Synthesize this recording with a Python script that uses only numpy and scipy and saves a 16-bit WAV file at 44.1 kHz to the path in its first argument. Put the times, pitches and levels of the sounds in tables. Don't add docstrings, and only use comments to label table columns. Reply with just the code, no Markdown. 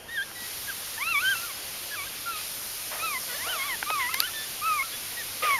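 import sys
import numpy as np
from scipy import signal
from scipy.fft import rfft, irfft
from scipy.io import wavfile
from scipy.ndimage import uniform_filter1d, minimum_filter1d

SR = 44100
rng = np.random.default_rng(int(sys.argv[2]) if len(sys.argv) > 2 else 0)


def transcribe(u):
    v = np.clip(np.atleast_2d(u).T, -1, 1)
    q = np.round(v * 32767).astype(np.int16)
    wavfile.write(sys.argv[1], SR, q)


def boost(x):
    u = np.asarray(x, float) / 20
    return 10 ** u


N = 246519


def evened(x):
    return x / np.sqrt(np.mean(x ** 2) + 1e-20)


def smooth_twice(x, size):
    return uniform_filter1d(uniform_filter1d(x, size=size), size=size)


def add(mix, start, sound):
    part = mix[round(start * SR):][:len(sound)]
    part += sound[:len(part)]


def columns(rows):
    s, *rest = np.transpose(rows)
    t = np.arange(s[0], s[-1], 1 / SR)
    return [np.interp(t, s, column) for column in rest]


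def over_time(table):
    return np.interp(np.arange(N) / SR, *np.transpose(table))


def resonate(x, hz, width):
    turn = np.exp(2j * np.pi * np.cumsum(hz * np.ones(len(x))) / SR)
    r = np.exp(-np.pi * width / SR)
    return 2 * (turn * signal.lfilter([1 - r], [1, -r], x / turn)).real


def coloured(spectrum, patchy_db):
    frames, hz = N // 256 + 5, np.fft.rfftfreq(1024, 1 / SR)
    real, imaginary, patches = rng.standard_normal((frames, 513, 3)).T
    patches = evened(uniform_filter1d(uniform_filter1d(patches, size=14, axis=0), size=12, axis=1))
    streaks = rng.standard_normal((frames, 513)).T
    patches += 1.2 * evened(uniform_filter1d(streaks, size=30, axis=1))
    f, db = np.transpose(spectrum)
    shape_db = np.interp(np.log(hz + 1), np.log(f + 1), db)[:, None]
    bins = (real + 1j * imaginary) * boost(shape_db + patchy_db * patches)
    return evened(signal.istft(bins, nperseg=1024, noverlap=768)[1][:N])


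# frequency in Hz, density in dB per Hz.
HISS = [(710, -21.5), (1200, -6.5), (1320, -9.5), (1430, -6.5), (1730, -8), (2320, -4), (2550, -4),
        (5100, -3), (7200, -6.5), (7930, -9), (9130, -4.5), (11500, -0.5), (13500, -7.5), (15800, -18.5)]
# time in seconds, hiss level in dB.
HISS_GAIN = [(0, -51.5), (.07, -50.5), (.13, -44.5), (.34, -44), (.45, -38), (0.601, -37.5), (.95, -37),
             (1.1, -39.5), (1.28, -35), (1.46, -36), (1.5, -38), (2.355, -39), (2.365, -36.5), (3.521, -35),
             (3.85, -37), (5.41, -37), (5.44, -34.5), (5.59, -36.5)]
# time in seconds, change in dB.
MID_DRIFT = [(0, -1), (1.5, 0), (2, 1.5), (2.35, 1), (2.6, -3), (2.9, -3), (3.3, -3), (3.5, 0), (5.59, 0)]
# time in seconds, change in dB.
TREBLE_WAKE = [(0, -6), (.25, -6), (.33, -2), (.45, 0)]


def hiss():
    steady = coloured(HISS, patchy_db=0.77)
    treble = signal.filtfilt(*signal.butter(3, 13900 / (SR / 2), "high"), steady)
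    middle = signal.filtfilt(*signal.butter(2, [1700, 4300], "band", fs=SR), steady)
    middle *= boost(over_time(MID_DRIFT)) - 1
    treble *= boost(over_time(TREBLE_WAKE)) - 1
    return boost(over_time(HISS_GAIN) + 1.5) * (steady + middle + treble)


# frequency in Hz, density in dB per Hz.
RUMBLE = [(12, -35), (20, 9.5), (70, -9.5), (97, -3), (185, -5.5), (507, -3), (538, -3), (659, -3),
          (1260, -7.5), (1480, -6), (2500, -9.5), (3250, -7), (5500, -120)]
# frequency in Hz, width in Hz, level in dB.
HUM = (99, 12, -62)
# start in seconds, end in seconds, frequency in Hz, width in Hz, level in dB.
WHINE = (.08, 0.5, 10030, 60, -58)


def room():
    hz, width, db = HUM
    tones = boost(db) * evened(resonate(rng.standard_normal(N), hz, width))
    start, end, hz, width, db = WHINE
    size = round((end - start) * SR)
    motor = evened(resonate(rng.standard_normal(size), hz, width))
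    add(tones, start, boost(db) * motor * signal.windows.tukey(size, .5))
    return boost(-48) * coloured(RUMBLE, patchy_db=1.0) + tones


# frequency in Hz, gain in dB.
THROAT = [(800, -0.5), (1300, -1), (2000, -1), (2900, 0), (3150, 1), (3500, 1), (4150, -1.5), (4700, -29)]


def squeaks(syllables):
    controls = np.zeros((4, N + 2))
    for rows, third_db in syllables:
        curves = np.array(columns(np.c_[rows, np.full(len(rows), third_db)]))
        first = round(rows[0][0] * SR)
        controls[:, first:][:, :curves.shape[1]] = curves[:, :N - first]
    sung = np.flatnonzero(controls[0])
    hz, effort_db, bright_db, third_db = (np.interp(np.arange(N), sung, c[sung]) for c in controls)
    breath = minimum_filter1d(-minimum_filter1d(-1. * (controls[0, :N] > 0), size=380), size=380)
    hz = smooth_twice(hz, 150)
    wobble = evened(uniform_filter1d(rng.standard_normal((4, N)), size=250, axis=1))
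    turns = np.cumsum(hz * (1 + .002 * wobble[0])) / SR
    steps_db = [0 * hz, bright_db, third_db + 0.24 * bright_db]
    flutter_db = np.array([[.7], [1.1], [2.0]]) * wobble[1:]
    out = np.zeros(N)
    for k in range(3):
        throat_db = np.interp((k + 1) * hz, *np.transpose(THROAT))
        level = uniform_filter1d(breath * boost(effort_db + steps_db[k] + throat_db), size=220)
        out += level * boost(flutter_db[k]) * np.cos(2 * np.pi * (k + 1) * turns)
    return -np.sqrt(2) * out


# start in seconds, length in seconds, effort in dB, pitch in Hz, late glide in Hz.
PEEPS = [
    (0.251, .055, -50, 1610, -15),
    (2.069, .014, -38.5, 1603, -11),
    (4.83, 0.025, -37, 1342, 20),
    (4.857, .035, -48, 1300, -60),
    (5.168, .055, -35.5, 1912, -200),
]


def peep(start, length, db, hz, glide_hz):
    u = np.linspace(0, 1, num=6)
    return np.c_[start + length * u, hz + glide_hz * u ** 3.5, db - 3 * u, -14 + 0 * u]


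# time in seconds, pitch in Hz, effort in dB, mouth brightness in dB per harmonic.
EARLY_CRIES = [
    [(.082, 1800, -48, -10), (.094, 1790, -39, -9), (.108, 1860, -40, -20), (.128, 1898, -37, -10),
     (.148, 1860, -33.5, -19), (.169, 1794, -32, -9.5)],
    [(.172, 1775, -31, -11), (.18, 1622, -26, -12.5), (.204, 1574, -28, -13), (.22, 1623, -28, -11),
     (.228, 1770, -35, -6), (.236, 1796, -43, -6), (.245, 1780, -50, -2)],
    [(1.91, 1710, -40.5, -11), (1.946, 1660, -33.5, -16), (1.958, 1330, -41, -7), (1.976, 1206, -45.5, 7),
     (1.993, 1150, -39.5, 7), (2.013, 1108, -43, 6), (2.035, 1140, -45, 6), (2.06, 1314, -48, -4)],
    [(2.258, 1398, -37, -11), (2.278, 1375, -30.5, -19), (2.305, 1370, -30, -22), (2.322, 1330, -36, -5)],
    [(2.326, 1314, -41, -2), (2.345, 1270, -39, -4), (2.363, 1244, -38.5, -7), (2.385, 1235, -46, -2),
     (2.4, 1250, -50, 5), (2.415, 1290, -45, -6)],
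    [(2.997, 1201, -47, 8), (3.012, 1245, -48, 12), (3.026, 1278, -34, -3), (3.04, 1327, -30, -7.5),
     (3.057, 1322, -31, -5), (3.075, 1264, -35, 1), (3.088, 1243, -33.5, 0.5), (3.095, 1220, -48, 12),
     (3.105, 1205, -34.5, -2)],
    [(3.109, 1196, -35, -2), (3.117, 1176, -33, -2), (3.125, 1146, -42, 5), (3.135, 1113, -31.5, -1.5),
     (3.146, 1066, -37, 2), (3.156, 1032, -37.5, 8.5), (3.167, 1006, -39.5, 7), (3.181, 1025, -37, 5)],
]
LONG_WHINE = [
    [(.978, 870, -44, 12), (.996, 949, -41.5, -4), (1.012, 1048, -39.5, 8), (1.028, 1152, -33, 7),
     (1.048, 1250, -43, 4.5), (1.075, 1332, -33.5, 7), (1.092, 1376, -31, 0), (1.108, 1375, -36, 8.5),
     (1.126, 1312, -33, 8.5)],
    [(1.134, 1250, -37.5, -4), (1.149, 1182, -27, 3), (1.167, 1120, -32, 8.5), (1.187, 1145, -32, 9),
     (1.2, 1223, -36, -1)],
    [(1.208, 1312, -38.5, 6), (1.233, 1480, -27.5, -26), (1.257, 1531, -23.5, -7),
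     (1.285, 1566, -23.5, -5.5), (1.301, 1611, -24, -18), (1.319, 1580, -24, -6), (1.335, 1486, -26.5, -14),
     (1.347, 1395, -36, -16)],
    [(1.355, 1338, -39, 6), (1.397, 1346, -44.5, 1), (1.415, 1370, -45, -14), (1.447, 1410, -36.5, -16),
     (1.468, 1350, -47, -16), (1.5, 1127, -42, 0.5), (1.522, 1025, -47, -3)],
]
WAVY_CRY = [
    [(3.381, 825, -50, 8), (3.395, 890, -50, 9), (3.405, 930, -52, 13), (3.42, 980, -44, 9),
     (3.436, 1042, -45, 7), (3.446, 1099, -40, 1), (3.457, 1180, -38, -4)],
    [(3.46, 1225, -38, -6), (3.468, 1311, -35.5, -11), (3.5, 1537, -35.5, 3), (3.516, 1525, -40, 7.5),
     (3.538, 1406, -29.5, -9), (3.56, 1250, -39, -1)],
    [(3.564, 1225, -37, -2), (3.579, 1138, -37, -8), (3.595, 1085, -38.5, 5.5), (3.626, 1075, -40, 9),
     (3.648, 1125, -36.5, -7), (3.665, 1187, -38.5, -4.5), (3.698, 1072, -38.5, 6.5), (3.738, 942, -44, 13),
     (3.758, 842, -46, 5)],
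]
DIPPING_CRY = [
    [(3.863, 1150, -35.5, -10), (3.915, 1292, -30, -3.5), (3.937, 1250, -27.5, -6), (3.949, 1215, -31, -6),
     (3.961, 1173, -27, -17), (3.973, 1142, -31.5, -9), (3.985, 1129, -27, -12)],
    [(3.989, 1113, -29, -8), (3.998, 1084, -30.5, 0), (4.009, 1055, -32, 4), (4.021, 1015, -33, 5),
     (4.034, 982, -36, 6), (4.051, 968, -34, 4.5), (4.069, 980, -37, 5), (4.081, 1002, -41, 9),
     (4.1, 1085, -37, 3)],
    [(4.129, 1014, -41.5, 8), (4.171, 1068, -42.5, 9), (4.19, 1146, -36.5, -11), (4.204, 1250, -36.5, 1),
     (4.216, 1316, -36, -4), (4.238, 1452, -30.5, -4), (4.264, 1570, -41, 6.5)],
    [(4.272, 1422, -43, -15), (4.3, 1310, -47, -15)],
    [(4.335, 1812, -42.5, -3.5), (4.382, 1754, -38, -2), (4.45, 1760, -44.5, 1.5)],
    [(4.922, 1650, -55, 5.4), (4.947, 1720, -43, 1.7), (4.965, 1726, -57, 10.5)],
]
LATE_CRIES = [
    [(4.616, 1178, -34, -13), (4.671, 1324, -24.5, -8.5), (4.723, 1238, -24.5, -11.5),
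     (4.755, 1211, -29.5, -4), (4.767, 1195, -27, -10.5), (4.803, 1072, -33, 8.5), (4.816, 1074, -35, 7),
     (4.827, 1109, -34, 4)],
    [(5.423, 1222, -29, -10), (5.455, 1250, -27.5, -12), (5.48, 1198, -24, -9), (5.5, 1138, -24.5, -3),
     (5.52, 1120, -25, -0.5), (5.54, 1094, -27, 1.5), (5.555, 1054, -31, 5), (5.58, 928, -40, 2),
     (5.59, 860, -34, 5)],
]
PURE_DB = -19


def first_pup():
    reedy = WAVY_CRY[2:] + EARLY_CRIES[4:5]
    soft = EARLY_CRIES[3::3]
    mild = LONG_WHINE + EARLY_CRIES[:3] + EARLY_CRIES[5:6] + WAVY_CRY[:1] + DIPPING_CRY[2:]
    pure = WAVY_CRY[1:2] + DIPPING_CRY[:2] + [peep(*row) for row in PEEPS]
    voices = [(reedy, -5.5), (LATE_CRIES, -23), (soft, -17), (mild, -9), (pure, PURE_DB)]
    return squeaks([(rows, third_db) for group, third_db in voices for rows in group])


# start in seconds, peak in dB, main ring in Hz,
# upper ring against it in dB, bright crack against it in dB.
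TAPS = [(.227, -35, 2500, 4, -6), (.227, -40, 3300, 2, -6), (.304, -35, 1000, -8, -20),
        (.314, -32, 1400, -15, -20), (.316, -34.5, 800, -10, -20), (.42, -37, 235, -22, -30),
        (1.355, -27.5, 993.3, -4, -3), (3.8277, -18, 903, 2, -25), (3.8284, -23, 1450, 3.5, -25),
        (3.8316, -27, 1000, -3, -25), (3.8985, -32, 1097, -10, -25), (3.9023, -15, 840, -12, -25),
        (3.9034, -20, 2197, 0, -25), (3.903, -19, 2950, -10, -25), (3.909, -21.5, 604.5, -3, -25),
        (4.1413, -20, 2970, 0, 0), (4.143, -16, 2280, -4, -6), (4.1438, -20.5, 1005, 2.5, -3),
        (4.1428, -18, 4330, -6, -9), (4.1445, -19, 5900, -20, -6), (4.2024, -11.5, 5400, -18, -20),
        (4.2029, -3, 4360, -12.5, -0.5), (4.203, -7.5, 4800, -7, -20), (4.2055, -29, 4330, -20, -1),
        (4.203, -13, 2422, -9, -20), (4.2035, -28, 999, 6, -20), (4.2246, -22, 2050, -18, -20),
        (4.2246, -32, 1150, -3, -20), (5.125, -34.5, 454, -2, -20)]
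# frequency in Hz, level in dB.
CRACK = [(6900, -15), (10500, 0), (11600, 3), (13100, 2.5)]


def tap(db, hz, upper_db, crack_db):
    t = np.arange(2000) / SR
    t60 = 0.0034 + 8 / hz
    fade = boost(-60 * t / t60) * np.minimum(t / 0.00021, 1)
    ring = np.sin(2 * np.pi * hz * t)
    ring += boost(upper_db) * np.sin(2 * np.pi * 1.66 * hz * t)
    ring += 0.2 * np.sin(2 * np.pi * 1.34 * hz * t)
    crack = sum(boost(mode_db) * np.sin(2 * np.pi * (mode_hz * t + rng.random())) for mode_hz, mode_db in CRACK)
    knock = boost(db) * (fade * ring + boost(crack_db) * fade ** 1.8 * crack)
    return signal.lfilter(*signal.butter(2, min(0.92 * hz, 900) / (SR / 2), "high"), knock)


# time in seconds, pitch in Hz, effort in dB, mouth brightness in dB per harmonic.
SECOND_PUP = [
    [(.357, 1956, -42, -8), (.41, 1937, -43.5, -11), (.47, 1922, -42, -6)],
    [(.679, 1654, -34.5, -20), (.695, 1630, -33.5, -16), (.704, 1574, -29.5, -13), (.71, 1410, -44, -4),
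     (.716, 1270, -48, 0), (.735, 1230, -52, -4)],
    [(4.092, 1247, -31, -8), (4.102, 1276, -37, -9), (4.109, 1295, -41, 0), (4.116, 1316, -32, -8),
     (4.124, 1350, -43, 3), (4.134, 1380, -50, 4)],
    [(4.27, 1740, -38.5, -4), (4.28, 1765, -36, -6), (4.29, 1770, -49, -3), (4.3, 1790, -48, 2)],
]


def second_pup():
    return squeaks([(rows, PURE_DB) for rows in SECOND_PUP])


# start in seconds, length in seconds, level in dB, low edge in Hz, high edge in Hz.
PUFFS = [(2.367, 0.093, -41, 1790, 4580), (2.91, 0.03, -41, 1000, 1600), (2.911, 0.12, -39, 520, 2800),
         (2.91, .012, -41, 500, 800), (2.945, 0.013, -38, 620, 900), (3.019, 0.11, -48.5, 400, 810),
         (3.458, 0.13, -42, 399.3, 1000), (3.602, 0.11, -48, 1197, 1900), (3.945, .04, -42, 1400, 4000),
         (3.99, 0.085, -35.5, 1386, 3400), (5.425, 0.037, -32.5, 2000, 3300),
         (5.427, .014, -33.5, 400, 650), (5.445, 0.0106, -36, 450, 702), (5.452, .035, -31.5, 1399, 2700),
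         (5.464, .016, -41, 3204, 3900), (5.489, .07, -38, 2500, 3500), (5.475, .012, -44, 400, 650)]


def puff(length, db, low_hz, high_hz):
    t = np.arange(0, length, 1 / SR)
    air, lumps = rng.standard_normal((2, len(t)))
    air = signal.sosfilt(signal.butter(3, [low_hz, high_hz], "band", fs=SR, output="sos"), air)
    lumps_db = 1.2 * evened(smooth_twice(lumps, 220))
    shape = np.minimum(t / .006, 1) * signal.windows.tukey(len(t), .1)
    return shape * boost(db - 6 * t / length) * evened(air * boost(lumps_db))


# time in seconds, pitch in Hz, level in dB.
GROAN = [(2.915, 596, -44), (2.93, 625, -41), (2.95, 638, -47), (2.975, 627, -45), (3.005, 586, -42)]
# time in seconds, pitch in Hz, level in dB.
MOAN = [(3.274, 558, -50), (3.284, 535, -41), (3.294, 500, -41), (3.304, 487, -39.5), (3.337, 481, -39),
        (3.346, 577, -40), (3.355, 586, -38.5), (3.368, 602, -41), (3.378, 740, -42.5)]
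# frequency in Hz, gain in dB.
MOAN_THROAT = [(490, -11), (600, -3), (980, -10), (1200, -3), (1900, 0), (2350, -9), (2950, -6), (3500, -9),
               (4200, -20)]


def moan(rows, jitter):
    hz, db = columns(rows)
    wobble = evened(uniform_filter1d(rng.standard_normal((8, len(hz))), size=300, axis=1))
    turns = np.cumsum(hz * (1 + jitter * wobble[0])) / SR
    stack = np.zeros(len(hz))
    for k in range(1, 8):
        throat_db = np.interp(k * hz, *np.transpose(MOAN_THROAT))
        stack += boost(throat_db + 2.7 * wobble[k]) * np.cos(2 * np.pi * k * turns)
    out = np.zeros(N)
    add(out, rows[0][0], -boost(db) * stack * signal.windows.tukey(len(hz), .1))
    return out


# start in seconds, length in seconds, chest level in dB, mouth against the chest in dB,
# mouth opening as a factor.
GRUNTS = [
    (3.28, 0.14, -48, 1, 1.1),
    (3.458, 0.15, -43, 1, 0.72),
    (3.578, 0.14, -63, 19.5, 0.674),
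    (5.421, 0.13, -37.5, 7.5, 1.05),
]
# frequency in Hz, width in Hz, level in dB.
MOUTH = [(1250, 270, 25), (1900, 540, 26), (2400, 790, 21), (2980, 770, -9), (3700, 390, -13)]


def grunt(length, db, mouth_db, opening):
    t = np.arange(0, length, 1 / SR)
    size = len(t)
    chest_hz = (1010 - 420 * opening) * (1 - 0.063 * t / length)
    uneven = evened(uniform_filter1d(rng.standard_normal(size), size=200))
    turns = np.cumsum(210 * (1 + .35 * uneven)) / SR
    pulses = np.diff(np.floor(turns), prepend=0) * boost(1.5 * rng.standard_normal(size))
    breath = (.15 + np.exp(-(turns % 1) / .4)) * rng.standard_normal(size)
    drive = .18 * evened(pulses) + .8 * evened(breath)
    chest = drive
    for width in (260, 310, 370):
        chest = resonate(chest, chest_hz, width)
    mouth = np.zeros(size)
    for hz, width, mode_db in MOUTH:
        narrow = resonate(drive, hz * opening, width)
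        mouth += boost(mode_db) * resonate(narrow, hz * opening, 2 * width)
    effort = np.minimum(t / 0.013, 1) * boost(db - 9 * t / length) * signal.windows.tukey(size, .06)
    rasp_db = evened(smooth_twice(rng.standard_normal(size), 200))
    return effort * boost(rasp_db) * (evened(chest) + boost(mouth_db) * evened(mouth))


def box(x):
    t = np.arange(6000) / SR
    echo = boost(-42 - 60 * t / .12) * (t > .008) * rng.standard_normal(6000)
    echo[0] += 1
    return signal.oaconvolve(x, echo)[:N]


def scene():
    voices, taps = first_pup() + second_pup(), np.zeros(N)
    voices += moan(GROAN, jitter=.025) + moan(MOAN, jitter=.011)
    for start, *row in PUFFS:
        add(voices, start, puff(*row))
    for start, *row in GRUNTS:
        add(voices, start, grunt(*row))
    for start, *row in TAPS:
        add(taps, start, tap(*row))
    taps = signal.sosfilt(signal.butter(6, 13590, fs=SR, output="sos"), taps)
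    return np.tile(box(voices) + taps + hiss() + room(), (2, 1))


# start in seconds, low edge in Hz, high edge in Hz, level in dB.
SLIPS = [(1.372, 10300, 11800, -45), (1.534, 4700, 5800, -51), (1.837, 5200, 6300, -55),
         (1.837, 11000, 12500, -47), (2.696, 12400, 13900, -52), (3.323, 4700, 5800, -49),
         (3.323, 7600, 9700, -49), (4.158, 5700, 7000, -51), (4.577, 7600, 9700, -50),
         (4.577, 11700, 13200, -50), (5.366, 10300, 12500, -45)]


def slips():
    out, hz = np.zeros(N), np.fft.rfftfreq(2048, 1 / SR)
    swell = np.sin(np.pi * np.arange(2048) / 2048)
    for start, low_hz, high_hz, db in SLIPS:
        band = irfft(rfft(rng.standard_normal(2048)) * (hz > low_hz) * (hz < high_hz))
        add(out, start, boost(db + 1) * evened(band) * swell)
    return out


def top_cut(x):
    return signal.sosfilt(signal.butter(12, 15980, fs=SR, output="sos"), x)


# frequency in Hz, width in Hz.
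NOTCH = (7856, 1260)


def record(dry):
    hz, width = NOTCH
    notched = signal.lfilter(*signal.iirnotch(hz, hz / width, SR), dry, axis=1)
    notched = .9 * np.tanh(notched / .9)
    lowpass = signal.firwin(255, 15680, window=("kaiser", 8), fs=SR)
    limited = signal.oaconvolve(notched, lowpass[None], "same")
    mix = limited + np.outer([1, -1], slips())
    return top_cut(mix)


dry = scene()
out = record(dry)
transcribe(out)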